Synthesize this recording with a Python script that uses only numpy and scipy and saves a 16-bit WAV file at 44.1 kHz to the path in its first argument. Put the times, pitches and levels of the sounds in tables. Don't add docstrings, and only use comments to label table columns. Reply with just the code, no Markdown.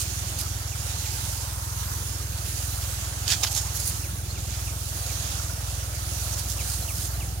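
import sys
import numpy as np
from scipy import signal
from scipy.fft import rfft, irfft, next_fast_len
from scipy.io import wavfile
from scipy.ndimage import uniform_filter1d, map_coordinates

SR = 44100
rng = np.random.default_rng(int(sys.argv[2]) if len(sys.argv) > 2 else 0)


def generate_wav(signal):
    frames = np.transpose(np.atleast_2d(signal))
    scaled = np.clip(frames, -1, 1) * 32767
    pcm = np.round(scaled).astype(np.int16)
    wavfile.write(sys.argv[1], SR, pcm)


def elevation(decibels):
    levels = np.asarray(decibels, float)
    return 10 ** (levels / 20)


N = 326340

# t/s, jet level/dB, fineness/dB as the mist turns toward the microphone
LANCE_SWING = [(0, -41.5, 0), (.27, -42, -0.5), (1.07, -41, 0), (1.5, -42.5, 1.5), (2, -42, 2),
               (2.35, -44.5, 1), (2.78, -41.5, 2.5), (3.12, -41.5, -0.5), (3.5, -40.5, 0), (3.92, -40, 0),
               (4.1, -46, 4), (4.35, -45, -0.5), (4.9, -42.5, 2.5), (5.2, -40, -1), (5.5, -42.5, 0.5),
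               (6.5, -42, 1), (7.05, -42, 2.5), (7.4, -48.5, 2.5)]
# f/Hz, level/dB
JET_SPECTRUM = [(900, -40), (1500, -16), (2100, -14), (2700, -9), (4000, -6), (5500, -3), (6700, 0),
                (7700, -5), (10000, -5), (12500, -9), (14200, -11.5), (15900, -11)]
# f/multiple of the firing rate,
# level/dB
PIPE_RESPONSE = [(2, -25.5), (3, 4), (4, -0.5), (5, -0.5), (6, -6.5), (7, -17), (8, -22), (9, -36.5),
                 (10, -24.5), (12, -44), (14, -29.5), (16, -48.5),
                 (.25, -93), (1, -53), (100, -83)]
# f/Hz, level/dB
RUMBLE_SPECTRUM = [(18, -45), (28, -14), (42, -0.5), (65, 2), (110, -3.5), (170, -3), (230, -15),
                   (320, -10.5), (480, -19), (800, -56)]
# f/Hz, level/dB
CLATTER_SPECTRUM = [(200, -16), (330, -20.5), (490, -6), (620, -2.5), (720, -3.5), (880, -3), (1100, 0),
                    (1450, -0.5), (2000, -7), (3000, -17)]
# t/s, clatter level/dB, ground band f/Hz, ground band level/dB
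WALK = [(0, -50.5, 744, -56), (.7, -50.5, 785, -53), (1.45, -50.5, 900, -49), (1.95, -49.5, 1019, -50.5),
        (2.4, -50, 715, -68), (3.05, -49, 745, -55), (3.58, -50, 848, -46.5), (3.8, -50.5, 833, -56),
        (4.16, -51, 780, -60), (4.5, -52.5, 726, -54), (4.8, -51.5, 696.5, -57), (5.3, -47.5, 660, -55),
        (5.9, -49.5, 680, -58), (6.3, -48.5, 709, -53), (6.75, -50, 711, -55), (7.2, -50, 733, -52),
        (7.4, -55.5, 740, -48)]
# t/s, length/s, level/dB, centre f/Hz
TWIG_SNAPS = [(.002, 0.043, -21.5, 6300), (0.387, .013, -22, 8500), (0.395, 0.059, -25, 7360),
              (2.376, 0.029, -30, 6950), (2.822, .045, -31.5, 3480), (3.28, .09, -20, 4360),
              (3.432, 0.027, -13.5, 3600), (3.442, 0.018, -21, 3000), (3.565, 0.057, -17, 5600),
              (4.475, 0.028, -40, 2900), (4.512, 0.034, -36.5, 2650), (4.539, 0.054, -34, 3260),
              (4.588, .025, -38, 2600), (5.062, .022, -28, 5950)]
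# t/s, length/s, level/dB, centre f/Hz
FROND_SWEEPS = [(0.436, .035, -37, 6500), (3.315, 0.039, -14.5, 3850), (3.468, 0.027, -24, 4000),
                (3.516, 0.024, -22.5, 5960), (3.415, .02, -32, 7460), (3.547, .035, -23.5, 5940),
                (3.577, 0.021, -24.5, 4050), (3.618, .035, -29, 8080), (3.746, 0.037, -31, 9100),
                (3.764, .02, -21, 8850), (3.8, 0.024, -25, 7450), (3.815, .04, -32, 8000),
                (3.87, 0.044, -19.5, 9700), (5.092, 0.071, -43, 2480), (6.326, .035, -27.5, 6200),
                (6.386, .035, -26, 6040), (6.503, 0.051, -26.5, 7000), (6.696, 0.12, -28.5, 6900),
                (6.971, 0.11, -30.5, 8000), (7.032, 0.051, -28, 6600)]
# t/s into the turn, start f/Hz, end f/Hz, length/s, level/dB
PUMP_VALVES = [
    (0.02, 1440, 1330, 0.014, -39.5),
    (0.08, 1370, 1150, 0.021, -44.5),
    (0.124, 1500, 1400, 0.013, -41),
    (.128, 1750, 1650, .014, -50),
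    (.125, 850, 780, 0.013, -53.5),
    (.128, 630, 520, 0.016, -47),
]
# t/s of the falling note, level/dB, start f/Hz, pip level/dB, pip f/Hz
BIRD_CALLS = [
    (.381, -46.5, 3100, -55, 4150),
    (.714, -46.5, 3200, -55, 4150),
    (1.039, -44.5, 3250, -47, 4150),
    (4.029, -47, 3150, -56, 4100),
    (4.35, -47.5, 3200, -44, 4150),
    (4.668, -47.5, 3050, -55, 4100),
    (5.085, -48, 2900, -46, 3880),
    (6.585, -41, 3200, -49, 4150),
    (6.878, -41, 3400, -45, 3980),
    (7.2, -44, 3300, -47, 3950),
]
# f/Hz, level/dB
PORT_DIFFERENCE = [(60, -1), (250, 0), (450, -.7), (750, 2), (1300, 4), (2000, 1.5), (2800, -3),
                   (4200, -7.5), (5400, -14), (6400, -17.5), (7100, -8.5), (8800, -6), (10500, -3.3),
                   (13000, -.8)]
# f/Hz, correlation
PORT_LIKENESS = [(60, .9), (160, .93), (280, .89), (520, .75), (850, .64), (1200, .5), (1600, .2),
                 (4000, .15)]
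# f/Hz, phase/rad
LEFT_LEAD_PHASE = [(55, .22), (120, .32), (300, .38), (700, .9), (1100, 1.7), (1500, 2.1), (2000, 1.5)]

SPATTER_FOLLOWS, MIST_FOLLOWS = 0.65, 1
SPATTER_PER_FINE, MIST_PER_FINE = -.6, 1.2
FIRING_HZ, FIRST_S = 20.678, .0198
PATH_HZ, TILT_DB_PER_OCTAVE = 780, 4
DEEP_DB, DEEP_DB_PER_S, DEEP_WANDER_DB = -38, 0.34, 1.1
UPPER_DB, UPPER_WANDER_DB = -34, 0.2
SNAP_SHAPE, SWEEP_SHAPE = (0.24, 0.29, .9), (1, 0.37, 1)
LEFT_TREBLE_DB = -1.86
TOP_HZ = 15850


def unit(x):
    return x / np.sqrt(np.mean(x ** 2) + 1e-20)


def along(points, hz):
    f, v = np.transpose(points)
    return np.interp(np.log(hz + 1), np.log(f + 1), v)


def curves(rows):
    s, *cols = np.transpose(rows)
    return [np.interp(np.arange(N) / SR, s, c) for c in cols]


def wobble(rate):
    return map_coordinates(rng.standard_normal(int(N * rate / SR) + 4), [np.arange(N) * rate / SR])


def filtered(x, response):
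    n = x.shape[-1]
    m = next_fast_len(n + 8192)
    return irfft(rfft(x, m) * response(np.fft.rfftfreq(m, 1 / SR)), m)[..., :n]


def causal(gain):
    c = irfft(np.log(gain))
    half = len(c) // 2
    c = np.r_[c[0], 2 * c[1:half], np.zeros(len(c) - half)]
    return np.exp(rfft(c))


def patchy(patchy_db):
    z = signal.stft(rng.standard_normal((2, N)), nperseg=512)[2]
    field = uniform_filter1d(rng.standard_normal(z.shape[1:]), size=8, axis=0)
    field = uniform_filter1d(field, size=12, axis=1)
    return signal.istft(z * elevation(patchy_db * unit(field)), nperseg=512)[1][:, :N]


def crackle(n, share, spread_db):
    hit = rng.random(n) < share
    size = elevation(spread_db * rng.standard_normal(n))
    return unit(hit * size * rng.standard_normal((2, n)))


def stereo(pair, spectrum):
    turn = lambda hz: np.arccos(np.clip(along(PORT_LIKENESS, hz), -1, 1)) / 2
    colour = lambda hz: elevation(along(spectrum, hz)) * [np.cos(turn(hz)), np.sin(turn(hz))]
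    mid, side = filtered(pair, colour)
    return np.array([mid + side, mid - side]) / np.std(mid)


def spray():
    jet = .9 * patchy(patchy_db=1.6) + .38 * crackle(N, share=.12, spread_db=2.5)
    jet = filtered(jet, lambda hz: elevation(along(JET_SPECTRUM, hz)))
    spatter = lambda hz: np.clip((4600 - hz) / 1200, 0, 1)
    mist = lambda hz: np.clip((hz - 7500) / 2000, 0, 1)
    hiss = lambda hz: 1 - spatter(hz) - mist(hz)
    flutter_db = 0.99 * wobble(5.4) + 0.3 * wobble(30) + .5 * wobble(90)
    level_db, fine_db = curves(LANCE_SWING)
    swing_db = level_db - level_db.mean()
    spatter_db = SPATTER_FOLLOWS * swing_db + SPATTER_PER_FINE * fine_db - 1.56
    hiss_db = swing_db + 7.5
    mist_db = MIST_FOLLOWS * swing_db + MIST_PER_FINE * fine_db + 5.5
    out = 0
    for db, part in [(spatter_db, spatter), (hiss_db, hiss), (mist_db, mist)]:
        out = out + elevation(db + 0.2 * wobble(5.6)) * unit(filtered(jet, part))
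    return elevation(level_db.mean() + flutter_db) * out


def exhaust():
    deep_db = DEEP_DB + DEEP_DB_PER_S * np.arange(N) / SR + DEEP_WANDER_DB * wobble(7.1)
    upper_db = UPPER_DB + UPPER_WANDER_DB * wobble(4.57)
    k = np.arange(-3, int(N / SR * FIRING_HZ))
    chance = rng.standard_normal((len(k), 2))
    when = FIRST_S + k / FIRING_HZ + 0.00045 * chance[:, 0]
    load_db = 0.3 * chance[:, 1] + 0.09 * np.sin(2 * np.pi * k / 3)
    lead = SR // 4
    blows = np.bincount(np.round(when * SR).astype(int) + lead, elevation(load_db), N + lead)
    pipe = [(FIRING_HZ * m, db) for m, db in sorted(PIPE_RESPONSE)]
    boom = filtered(blows, lambda hz: 1j * causal(elevation(along(pipe, hz))))[lead:]
    upper = filtered(boom, lambda hz: np.clip((hz - 66) / 12, 0, 1))
    deep = boom - upper
    return elevation(deep_db) * unit(deep) + elevation(upper_db) * unit(upper)


def engine():
    heard_db, band_hz, _ = curves(WALK)
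    tilt_db = TILT_DB_PER_OCTAVE * np.log2(band_hz / PATH_HZ)
    cycle = 2 * np.pi * FIRING_HZ * np.arange(N) / SR
    stroke_db = 0.8 * np.cos(cycle + 0.29) + 0.25 * np.cos(cycle / 3 - .4)
    rattle = stereo(patchy(patchy_db=1.5), CLATTER_SPECTRUM)
    low = filtered(rattle, lambda hz: np.clip((1000 - hz) / 200, 0, 1))
    high = rattle - low
    clatter = elevation(heard_db - tilt_db + 6.5) * low + elevation(heard_db + tilt_db + 3.0) * high
    rumble = elevation(-43.0 + 1.05 * wobble(2.4)) * stereo(patchy(patchy_db=-0.63), RUMBLE_SPECTRUM)
    shade = lambda hz: elevation([[.5], [-.5]] * along(PORT_DIFFERENCE, np.minimum(hz, 2000)))
    return filtered(exhaust() + elevation(stroke_db) * clatter + rumble, shade)


def ground():
    _, hz, db = curves(WALK)
    slow = filtered(rng.standard_normal((2, N)), lambda f: 1 / (1 + (f / 120) ** 2))
    turn = 2 * np.pi * np.cumsum(hz) / SR
    return elevation(db) * unit(slow[0] * np.cos(turn) + slow[1] * np.sin(turn))


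def brushing():
    out = np.zeros((2, N + SR))
    t = np.arange(SR // 4) / SR - .1
    n = len(t)
    touches = [(row, SNAP_SHAPE) for row in TWIG_SNAPS] + [(row, SWEEP_SHAPE) for row in FROND_SWEEPS]
    for (s, length, db, hz), shape in touches:
        rise, hold, fall = length * np.array(shape)
        shape_db = -20 * (np.maximum(-t, 0) / rise + np.maximum(t - hold, 0) / fall)
        knots, bands = rng.standard_normal(n // 70 + 2), rng.standard_normal(64)
        clumps = elevation(3.1 * np.interp(np.arange(n) / 70, np.arange(len(knots)), knots))
        pair = .8 * rng.standard_normal((2, n)) + .45 * crackle(n, share=.14, spread_db=2.5)
        scratch = clumps * (pair + .3 * pair[::-1])
        peak = lambda f: elevation(-6.5 * np.log2((f + 50) / hz) ** 2 + 0.76 * along(JET_SPECTRUM, f))
        bright = lambda f: peak(f) + elevation(-24.5) * (f > hz)
        dull = lambda f: elevation(-19 - 5 * np.log2(hz / 4000) - 5 * np.log2((f + 50) / 950) ** 2)
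        leaf = lambda f: elevation(3 * np.interp(f / 350, np.arange(64), bands))
        colour = lambda f: (bright(f) + dull(f)) * leaf(f)
        burst = elevation(db - 3 + shape_db) * unit(filtered(scratch, colour))
        out[:, round(s * SR):][:, :n] += burst
    return out[:, SR // 10:][:, :N]


def pump():
    out = np.zeros(N + SR)
    t = np.arange(SR // 25) / SR
    starts = np.arange(int(N / SR * FIRING_HZ / 3) + 1) * 3 / FIRING_HZ
    for s, start_hz, end_hz, length, db in PUMP_VALVES:
        u = np.clip(t / length, 0, 1)
        chance = rng.standard_normal((len(starts), 4))
        pitch = (start_hz + (end_hz - start_hz) * u) * (1 + 0.0436 * chance[:, :1])
        chirps = np.sin(2 * np.pi * np.cumsum(pitch, axis=1) / SR + 3 * chance[:, 3:])
        chirps *= elevation(db + 3.5 * chance[:, 1:2]) * np.sin(np.pi * u ** 1.84)
        first = np.round((starts + s + 0.001365 * chance[:, 2]) * SR).astype(int)
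        at = first[:, None] + np.arange(len(t))
        out += np.bincount(at.ravel(), chirps.ravel(), N + SR)
    heard_db = curves(WALK)[0]
    return elevation([[-.6], [-5]] + 0.84 * (heard_db - heard_db.mean())) * out[:N]


def bird():
    out = np.zeros(N + SR)
    t = np.arange(SR // 23) / SR
    u = t / t[-1]
    for s, db, hz, pip_db, pip_hz in BIRD_CALLS:
        pitch = hz - (hz - 1950) * u ** .6
        flutter = elevation(1.3 * rng.standard_normal(9)[(u * 8).astype(int)])
        swell = np.sin(np.pi * u ** .5) ** 1.1 * flutter
        out[round(s * SR):][:len(t)] += elevation(db) * swell * np.sin(2 * np.pi * np.cumsum(pitch) / SR)
        pip = np.sin(np.pi * np.clip(t / .03, 0, 1)) * np.sin(2 * np.pi * (pip_hz * t + 3500 * t ** 2))
        out[round((s - .058) * SR):][:len(t)] += elevation(pip_db) * pip
    decay = elevation(-60 * np.arange(SR // 10) / SR / .12)
    echoes = rng.standard_normal((2, SR // 10)) * decay
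    wet = signal.fftconvolve(out[None, :N], echoes / np.linalg.norm(echoes[0]), axes=1)[:, :N]
    return elevation([[4.6], [2.6]]) * out[:N] + elevation(-5) * wet


def scene():
    treble = spray() + brushing()
    left_gain = lambda hz: elevation(along(PORT_DIFFERENCE, hz) + LEFT_TREBLE_DB * (hz > 3500))
    treble[0] = filtered(treble[0], left_gain)
    lead = lambda hz: np.exp([[.5j], [-.5j]] * along(LEFT_LEAD_PHASE, hz))
    machine = filtered(engine() + ground() + pump(), lead)
    return treble + machine + bird()


def roll_off(x):
    return signal.sosfilt(signal.butter(12, 15980, fs=SR, output="sos"), x)


def record(dry):
    return roll_off(filtered(dry, lambda hz: hz < TOP_HZ))


dry = scene()
out = record(dry)
generate_wav(out)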